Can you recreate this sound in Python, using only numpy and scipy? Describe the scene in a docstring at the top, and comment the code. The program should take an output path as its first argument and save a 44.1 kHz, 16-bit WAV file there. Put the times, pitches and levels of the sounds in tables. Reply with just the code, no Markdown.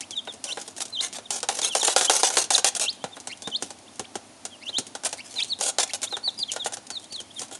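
"""Young chicks walk on an upturned aluminium foil pan on wood shavings, close to the microphone.
From the start, claws tap the thin panel between soft peeps, over a quiet room hum.
From 1.3 to 2.9 s the feet crowd together, skidding in loud stick-slip scrapes.
From 3 to 4.8 s beaks peck the pan; then steps, skids and peeps go on to the end at 7.6 s.
The brooder walls add a short echo throughout."""
import sys
import numpy as np
from scipy import signal
from scipy.fft import rfft, irfft, next_fast_len
from scipy.io import wavfile
from scipy.ndimage import map_coordinates

SR = 44100
rng = np.random.default_rng(int(sys.argv[2]) if len(sys.argv) > 2 else 0)


def file_out(sig):
    """Save sig as 16-bit WAV at sys.argv[1]."""
    # one column per channel
    cols = np.atleast_2d(sig).T
    # limit, then scale
    lim = np.clip(cols, -1, 1)
    pcm = np.round(lim * 32767).astype(np.int16)
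    wavfile.write(sys.argv[1], SR, pcm)


N = 334719

# Feet set down without sliding. Each row: start in seconds, click and knock levels in dB before gain.
FOOT_TAPS = [(0.0074, -20, -48), (0.1078, -22.5, -50), (0.2736, -37, -32), (0.3376, -31, -55),
             (0.6145, -24, -56), (0.6784, -25, -42.5), (0.854, -24.5, -47), (1.185, -29, -35),
             (1.4301, -15.5, -28.5), (1.5895, -15.5, -29.5), (2.011, -10.5, -22.5), (2.1518, -12.5, -28),
             (2.441, -17, -46), (3.1687, -39, -37.5), (3.201, -28.5, -62), (3.2724, -20, -35),
             (3.4212, -25, -47.5), (3.7053, -25.5, -37.5), (4.4522, -18.5, -36), (4.6924, -41, -39),
             (4.8672, -28, -60), (4.9513, -22, -31.5), (5.0587, -18.5, -27.5), (5.1287, -18.5, -32),
             (5.4455, -24, -53), (5.7996, -11, -28), (6.1256, -34, -29.5), (6.1678, -24.5, -30.5),
             (6.2759, -52, -34.5), (6.3899, -24, -51), (6.563, -21.5, -27.5), (6.6601, -20, -23.5),
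             (6.77, -27, -38), (6.9035, -20.5, -36), (7.1242, -25.5, -59), (7.202, -26, -45.5),
             (7.4174, -20.5, -38.5)]
# Feet that land and slide. Each row: start in seconds, click and knock levels in dB before gain,
# length of grip plus slide in seconds, hiss level in dB.
FOOT_SKIDS = [(0.441, -17, -43, 0.094, -38.5), (0.5724, -30, -28.5, 0.056, -45),
              (0.765, -28.5, -51, 0.02, -33.5), (0.805, -18, -36, 0.018, -26),
              (1.0092, -19.5, -38.5, 0.063, -30), (1.128, -25.5, -61, 0.042, -35),
              (1.3058, -12, -31.5, 0.086, -31.5), (1.4878, -10.5, -20.5, .11, -34),
              (1.6172, -14.5, -34.5, 0.07, -25), (1.751, -8.5, -18.5, 0.066, -28),
              (1.83, -11, -24.5, 0.052, -21), (1.879, -10.5, -19, 0.057, -26.5), (1.963, -5, -14, .1, -23),
              (2.097, -5.5, -14, 0.11, -23), (2.2327, -6.5, -15.5, .058, -21.5),
              (2.3025, -15.5, -28.5, 0.072, -30), (2.37, -6.5, -18, 0.058, -22),
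              (2.5052, -7.5, -20.5, .06, -21.5), (2.58, -8.5, -24, .016, -28),
              (2.6445, -4, -20.5, 0.042, -20.5), (2.751, -15, -42, .02, -24.5),
              (2.797, -13, -35, 0.061, -25), (5.036, -24, -36, 0.033, -23.5),
              (5.341, -28.5, -57, 0.081, -42), (5.589, -28, -44, 0.039, -34.5),
              (5.6103, -13, -26.5, 0.09, -24.5), (5.785, -9, -21, 0.053, -23.5),
              (5.9345, -14.5, -34, .024, -30), (6.018, -22, -45, 0.034, -26),
              (6.5178, -13.5, -48, 0.018, -33), (6.648, -21, -57, 0.028, -30),
              (6.723, -25.5, -38.5, 0.021, -29), (7.394, -19.5, -51, 0.041, -39),
              (7.513, -31, -40.5, 0.061, -40.5)]
# Beak strikes. Each row: start in seconds, click and knock levels in dB before gain.
BEAK_PECKS = [(3.041, -23.5, -24.5), (3.474, -24.5, -31), (3.624, -16, -31.5), (3.9953, -18.5, -30.5),
              (4.1549, -21, -28.5), (4.7842, -12, -32)]
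# Ringing modes of the panel. Each row: frequency in Hz, relative level in dB, t60 in seconds.
PANEL_MODES = [(503, -12, 0.08), (787, 2, 0.054), (1047, -5, 0.039), (1448, -9, 0.082), (1740, -35, 0.12)]
# Noise spectra. Each row: frequency in Hz, relative spectral density in dB.
FOIL_CLICK_SPECTRUM = [(900, -61), (1800, -11), (3000, 0.5), (4200, 1.5), (5000, 2.5), (6400, 6), (8500, 4),
                       (10000, 1.5), (12000, -19.5)]
HISS_SPECTRUM = [(1200, -11), (2200, -6.5), (3400, -0.5), (4800, -2), (6400, 4), (10000, 0.5),
                 (12000, -13.5)]
PANEL_KNOCK_SPECTRUM = [(200, -8.5), (480, 3), (800, 4), (1150, -7), (1500, -3), (2300, -12.5),
                        (4000, -6.5)]
PAN_THUMP_SPECTRUM = [(60, -24), (140, -14.5), (420, -8), (1300, -51)]
ROOM_SPECTRUM = [(35, -37), (97, 1.5), (145, -8), (250, 5), (450, -6.5), (650, 0.5), (1500, -11.5),
                 (3600, -11), (10500, -12.5)]
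# Calls that arch and fall, or dip and rise. Each row: start in seconds, length in seconds,
# turning pitch in Hz, end pitch in Hz, place of the turn from 0 to 1, relative level in dB.
FALLING_PEEPS = [(0.112, 0.036, 3460, 2980, 0.1, -32), (0.153, 0.051, 3840, 3110, 0.18, -27),
                 (0.27, 0.051, 3780, 3270, 0.07, -34.5), (0.922, 0.047, 4130, 3400, 0.3, -30),
                 (1.247, 0.026, 3780, 2980, 0.3, -42.5), (1.688, 0.054, 3440, 2780, 0, -27.5),
                 (1.803, 0.031, 4050, 2920, 0, -24.5), (2.538, 0.019, 4700, 3500, 0, -17.5),
                 (2.9, .016, 5200, 4100, 0.5, -27), (3.118, 0.035, 3600, 3300, 0.24, -42.5),
                 (3.434, 0.055, 3690, 3330, 0.62, -36), (4.5, 0.064, 3370, 2740, 0.2, -41),
                 (5.358, 0.055, 4100, 3150, 0.13, -26), (5.491, 0.051, 4470, 3290, 0.33, -22.5),
                 (6.103, 0.062, 4150, 3250, 0.2, -30.5), (6.229, 0.07, 4590, 3340, 0.36, -22),
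                 (6.374, .052, 4890, 4530, 0.33, -23), (6.419, 0.022, 4500, 3240, 0, -19.5),
                 (6.478, 0.034, 3400, 2860, 0, -28.5), (6.591, 0.045, 3850, 3210, 0, -27.5),
                 (6.9, 0.091, 4530, 3320, 0.24, -34), (7.1, 0.07, 4630, 3600, 0.44, -32.5),
                 (7.168, 0.044, 3490, 2950, 0.06, -32.5), (7.357, 0.043, 3750, 2940, 0, -36.5)]
RISING_CHIRPS = [(0.008, 0.037, 2090, 3350, 0.27, -34), (0.468, 0.07, 2730, 4650, .4, -27),
                 (0.955, 0.063, 3020, 4600, 0.44, -24), (1.618, 0.055, 3270, 4300, 0.47, -25),
                 (2.07, 0.025, 2970, 3350, 0, -21.5), (2.851, .056, 2736, 5200, .27, -22.5),
                 (3.0, 0.037, 3030, 3550, .2, -45), (3.291, 0.048, 2140, 3450, 0.3, -29.5),
                 (3.514, 0.06, 3000, 5200, 0.34, -22.5), (3.865, 0.022, 2820, 3850, 0.2, -43.5),
                 (4.042, 0.014, 2320, 3850, 0.43, -36), (4.612, .032, 2050, 2950, 0.06, -35.5),
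                 (4.652, 0.054, 2810, 4500, 0.2, -29.5), (4.727, .06, 3030, 4550, .28, -24.5),
                 (5.181, .035, 2070, 3150, 0.22, -31.5), (5.378, 0.058, 2315, 4750, 0.33, -24.5),
                 (5.89, 0.025, 2110, 3550, 0.37, -31), (6.062, 0.023, 3100, 4000, 0, -35.5),
                 (6.49, 0.03, 2130, 3200, .25, -36), (7.02, .045, 3160, 4100, 0.3, -48.5),
                 (7.295, .025, 3000, 3720, 0.1, -43)]
# How much the flock stirs. Each row: time in seconds, activity in dB.
FLOCK_BUSTLE = [(0.0, -55), (1.18, -44), (2.03, -29), (2.49, -33), (3.02, -57), (3.53, -45), (3.95, -62.5),
                (5.75, -37), (6.36, -62), (6.64, -43), (6.98, -55), (7.59, -49)]
# Echo decay of the walls. Each row: frequency in Hz, t60 in seconds.
BROODER_DECAY = [(2500, 0.42), (10000, 0.16)]

CLICK_GAIN_DB, KNOCK_GAIN_DB = -11, -2
FOOT_THUMP_DB, BEAK_THUMP_DB = -50, -36  # a stiff beak jolts the pan, a padded foot hardly does
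RING_TIME_S = np.arange(SR // 5) / SR


def claws_and_beaks(grip_s=0.01):
    """Every contact is a blow; a skidding foot grips briefly, then scrapes."""
    out = np.zeros(N)
    for contacts, thump_db in ((FOOT_TAPS, FOOT_THUMP_DB), (FOOT_SKIDS, FOOT_THUMP_DB),
                               (BEAK_PECKS, BEAK_THUMP_DB)):
        for start_s, click_db, knock_db, *_ in contacts:
            add(out, start_s, blow(click_db, knock_db, thump_db))
    for start_s, _, _, length_s, hiss_db in FOOT_SKIDS:
        add(out, start_s + grip_s, scrape(length_s - grip_s, hiss_db))
    return out


def blow(click_db, knock_db, thump_db):
    """A blow clicks in the foil, knocks the panel and thumps the pan on its bedding."""
    crack = 1 + decay(t60_s=0.006)  # first contact is sharpest
    click = unit_attack(highpass(crack * crowded_modes(FOIL_CLICK_SPECTRUM, t60_s=0.07), corner_hz=490))
    thump = unit_attack(highpass(crowded_modes(PAN_THUMP_SPECTRUM, t60_s=0.088), corner_hz=82))
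    knock = panel_knock(t60_s=0.074)
    return (amp(click_db + CLICK_GAIN_DB) * click + amp(knock_db + KNOCK_GAIN_DB) * knock
            + amp(thump_db) * thump)


def scrape(length_s, hiss_db, judder_db=3, judder_hz=110):
    """A sliding claw feeds slips into foil and panel, catching on creases and easing off."""
    size = max(round(length_s * SR), SR // 100)
    judder = map_coordinates(rng.standard_normal(64), [np.arange(size) / SR * judder_hz], mode="wrap")
    pressure = amp(-1.1 * np.linspace(-1, 1, size))
    drive = pressure * unit_rms(amp(judder_db * judder) * slips(size, rate_hz=1000, spread_db=3.5))
    hiss = unit_energy(highpass(crowded_modes(HISS_SPECTRUM, t60_s=0.04), corner_hz=270))
    rumble = unit_energy(panel_knock(t60_s=0.053))
    rumble_db = -20.5 + 0.65 * hiss_db
    return signal.fftconvolve(drive, amp(hiss_db) * hiss + amp(rumble_db) * rumble)


def slips(size, rate_hz, spread_db):
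    """Stick-slip: tiny, uneven impacts at random moments."""
    hits = rng.random(size) < rate_hz / SR
    strength = amp(spread_db * rng.standard_normal(size))
    return unit_rms(hits * strength * rng.choice([-1, 1], size))


def panel_knock(t60_s):
    """The panel flexes with a hollow knock and a few modes ring on; a small sheet radiates little bass."""
    modes = 0
    for hz, db, mode_t60_s in PANEL_MODES:
        envelope = amp(db + rng.normal(0, 3)) * decay(mode_t60_s)
        loaded_hz = hz * rng.normal(1, 0.04)  # shifted by the birds' weight
        modes += envelope * np.sin(2 * np.pi * loaded_hz * RING_TIME_S)
    knock = crowded_modes(PANEL_KNOCK_SPECTRUM, t60_s)
    return unit_attack(highpass(knock + modes, corner_hz=363))


def crowded_modes(spectrum, t60_s):
    """Countless close modes of thin foil, weighted anew at each contact."""
    return unit_attack(noise(spectrum, len(RING_TIME_S)) * decay(t60_s))


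def chicks():
    """The birds give falling peeps and rising chirps."""
    out = np.zeros(N)
    for calls, half_cycles, lead_in, crest in ((FALLING_PEEPS, 0.787, 0.45, 0.77),
                                               (RISING_CHIRPS, 0.502, 1.1, 0.79)):
        for start_s, length_s, turn_hz, end_hz, turn, db in calls:
            pitch_hz = glide(length_s, turn_hz, end_hz, turn, half_cycles, lead_in)
            add(out, start_s, amp(db) * peep(pitch_hz, crest))
    return out


def glide(length_s, turn_hz, end_hz, turn, half_cycles, lead_in):
    """Pitch in Hz along a cosine, level at the turn; lead_in scales the bend before it."""
    progress = np.linspace(0, 1, max(round(length_s * SR), SR // 100))
    end_angle = np.pi / 2 * half_cycles
    bend = (np.sin(end_angle * (progress - turn) / (1 - turn)) / np.sin(end_angle)) ** 2
    return turn_hz + (end_hz - turn_hz) * bend * np.where(progress < turn, lead_in, 1)


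def peep(pitch_hz, crest, rasp_below_hz=2950, throat_hz=3800, throat_db=8, flutter_db=2.5):
    """The syrinx sings a nearly pure glide, raspy when low, flaring at the throat's resonance."""
    t = np.arange(len(pitch_hz)) / SR

    def wobble(rate_hz):
        return map_coordinates(rng.standard_normal(round(rate_hz * t[-1]) + 2), [t * rate_hz])

    rasp = np.clip((rasp_below_hz - pitch_hz) / 600, 0, 1)
    jitter = 0.015 * wobble(500) + 0.054 * rasp * wobble(1500)
    phase = 2 * np.pi * np.cumsum(pitch_hz * (1 + jitter)) / SR
    swell_angle = np.pi * np.interp(t / t[-1], [0, crest, 1], [0, 0.5, 1])
    swell = np.abs(np.sin(swell_angle)) ** 0.8
    flutter = amp(flutter_db * wobble(220)) * (1 + 0.4 * rasp * wobble(900))
    resonance = np.exp(-((pitch_hz - throat_hz) / 750) ** 2)
    fundamental = amp(throat_db * (resonance - 1) + 2.5) * np.sin(phase)
    overtone = amp(-21.5 + 14 * rasp) * np.sin(2 * phase)
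    return swell * flutter * (fundamental + overtone)


def pan_reflection(x, delay_s, db):
    """The pan mirrors each call a moment later, so glides ripple."""
    return x + amp(db) * filtered(x, lambda hz: np.exp(-2j * np.pi * hz * delay_s))


def fidgeting(db_per_bustle_db=0.61):
    """Rustles and toe ticks swell and ebb as the flock stirs."""
    bustle_db = np.interp(np.arange(N) / SR, *np.transpose(FLOCK_BUSTLE))
    gain = amp(db_per_bustle_db * (bustle_db - np.median(bustle_db)))
    return gain * (amp(-46.5) * shavings(count=44) + amp(-37.5) * toe_ticks(count=56))


def shavings(count):
    """Feet off the pan push through the bedding in crackling swishes."""
    out = np.zeros(N)
    for when, span in rng.random((count, 2)):
        size = round((0.02 + 0.06 * span) * SR)
        drive = slips(size, rate_hz=2000, spread_db=5)
        crackle = signal.fftconvolve(drive, crowded_modes(HISS_SPECTRUM, t60_s=0.01))[:size]
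        add(out, when * N / SR, unit_rms(crackle) * np.hanning(size))
    return out


def toe_ticks(count, range_db=10):
    """Toes shift on the foil with dry ticks."""
    out = np.zeros(N)
    for when, lightness in rng.random((count, 2)):
        tick = crowded_modes(FOIL_CLICK_SPECTRUM, t60_s=0.038)
        add(out, when * N / SR, amp(-range_db * lightness) * tick)
    return out


def brooder_echo(x):
    """The walls answer diffusely after 5 ms; treble dies first."""
    hz, t, bins = signal.stft(rng.standard_normal(SR // 2), SR, nperseg=256)
    t60_s = log_interp(BROODER_DECAY, hz)[:, None]
    _, tail = signal.istft(bins * 1000 ** (-t / t60_s), SR, nperseg=256)
    return signal.fftconvolve(np.pad(x, (SR // 200, 0)), unit_energy(tail))[:N]


def room_hum():
    """Steady room noise, strongest in the bass."""
    return noise(ROOM_SPECTRUM, N)


def noise(spectrum, size):
    """Coloured noise of rms 1, falling steeply outside its spectrum."""
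    closed = [(spectrum[0][0] / 2, -120), *spectrum, (spectrum[-1][0] * 2, -120)]
    return unit_rms(filtered(rng.standard_normal(size), lambda hz: amp(log_interp(closed, hz))))


def log_interp(points, hz):
    point_hz, values = np.transpose(points)
    return np.interp(np.log(hz + 1), np.log(point_hz + 1), values)


def filtered(x, response):
    size = next_fast_len(len(x) + 4096)
    return irfft(rfft(x, size) * response(np.fft.rfftfreq(size, 1 / SR)), size)[:len(x)]


def highpass(x, corner_hz):
    return signal.sosfilt(signal.butter(4, corner_hz, "high", fs=SR, output="sos"), x)


def decay(t60_s):
    return 1000 ** (-RING_TIME_S / t60_s)


def amp(db):
    return 10 ** (np.asarray(db) / 20)


def unit_rms(x):
    return x / np.sqrt(np.mean(x ** 2) + 1e-20)


def unit_energy(x):
    return x / np.linalg.norm(x)


def unit_attack(x):
    """Scale to rms 1 over the first 10 ms."""
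    return x / np.sqrt(np.mean(x[:SR // 100] ** 2))


def add(track, start_s, sound):
    part = track[max(round(start_s * SR), 0):][:len(sound)]
    part += sound[:len(part)]


def scene():
    """Contacts and calls, their echo and the room, in mono."""
    contacts = claws_and_beaks() + fidgeting()
    calls = pan_reflection(chicks(), delay_s=0.0022, db=-11)
    room = amp(-50) * room_hum()
    echo = amp(-17.5) * brooder_echo(contacts) + amp(-20) * brooder_echo(calls)
    return (contacts + calls + echo + room)[None]


def record(dry, ceiling=0.85, notch_hz=7700, roll_off_hz=10600, top_hz=12500):
    """The microphone rounds sharp peaks, notches the treble and rolls off steeply at the top."""
    def response(hz):
        notch = 1 - 0.77 * np.exp(-((hz - notch_hz) / 170) ** 2)
        roll_off = amp(-12 * (np.maximum(hz - roll_off_hz, 0) / 1500) ** 2)
        return notch * roll_off * (hz < top_hz)

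    rounded = dry[0] / (1 + (dry[0] / ceiling) ** 6) ** (1 / 6)
    wind_filtered = highpass(rounded, corner_hz=31)
    return filtered(wind_filtered, response)[None]


dry = scene()
out = record(dry)
file_out(out)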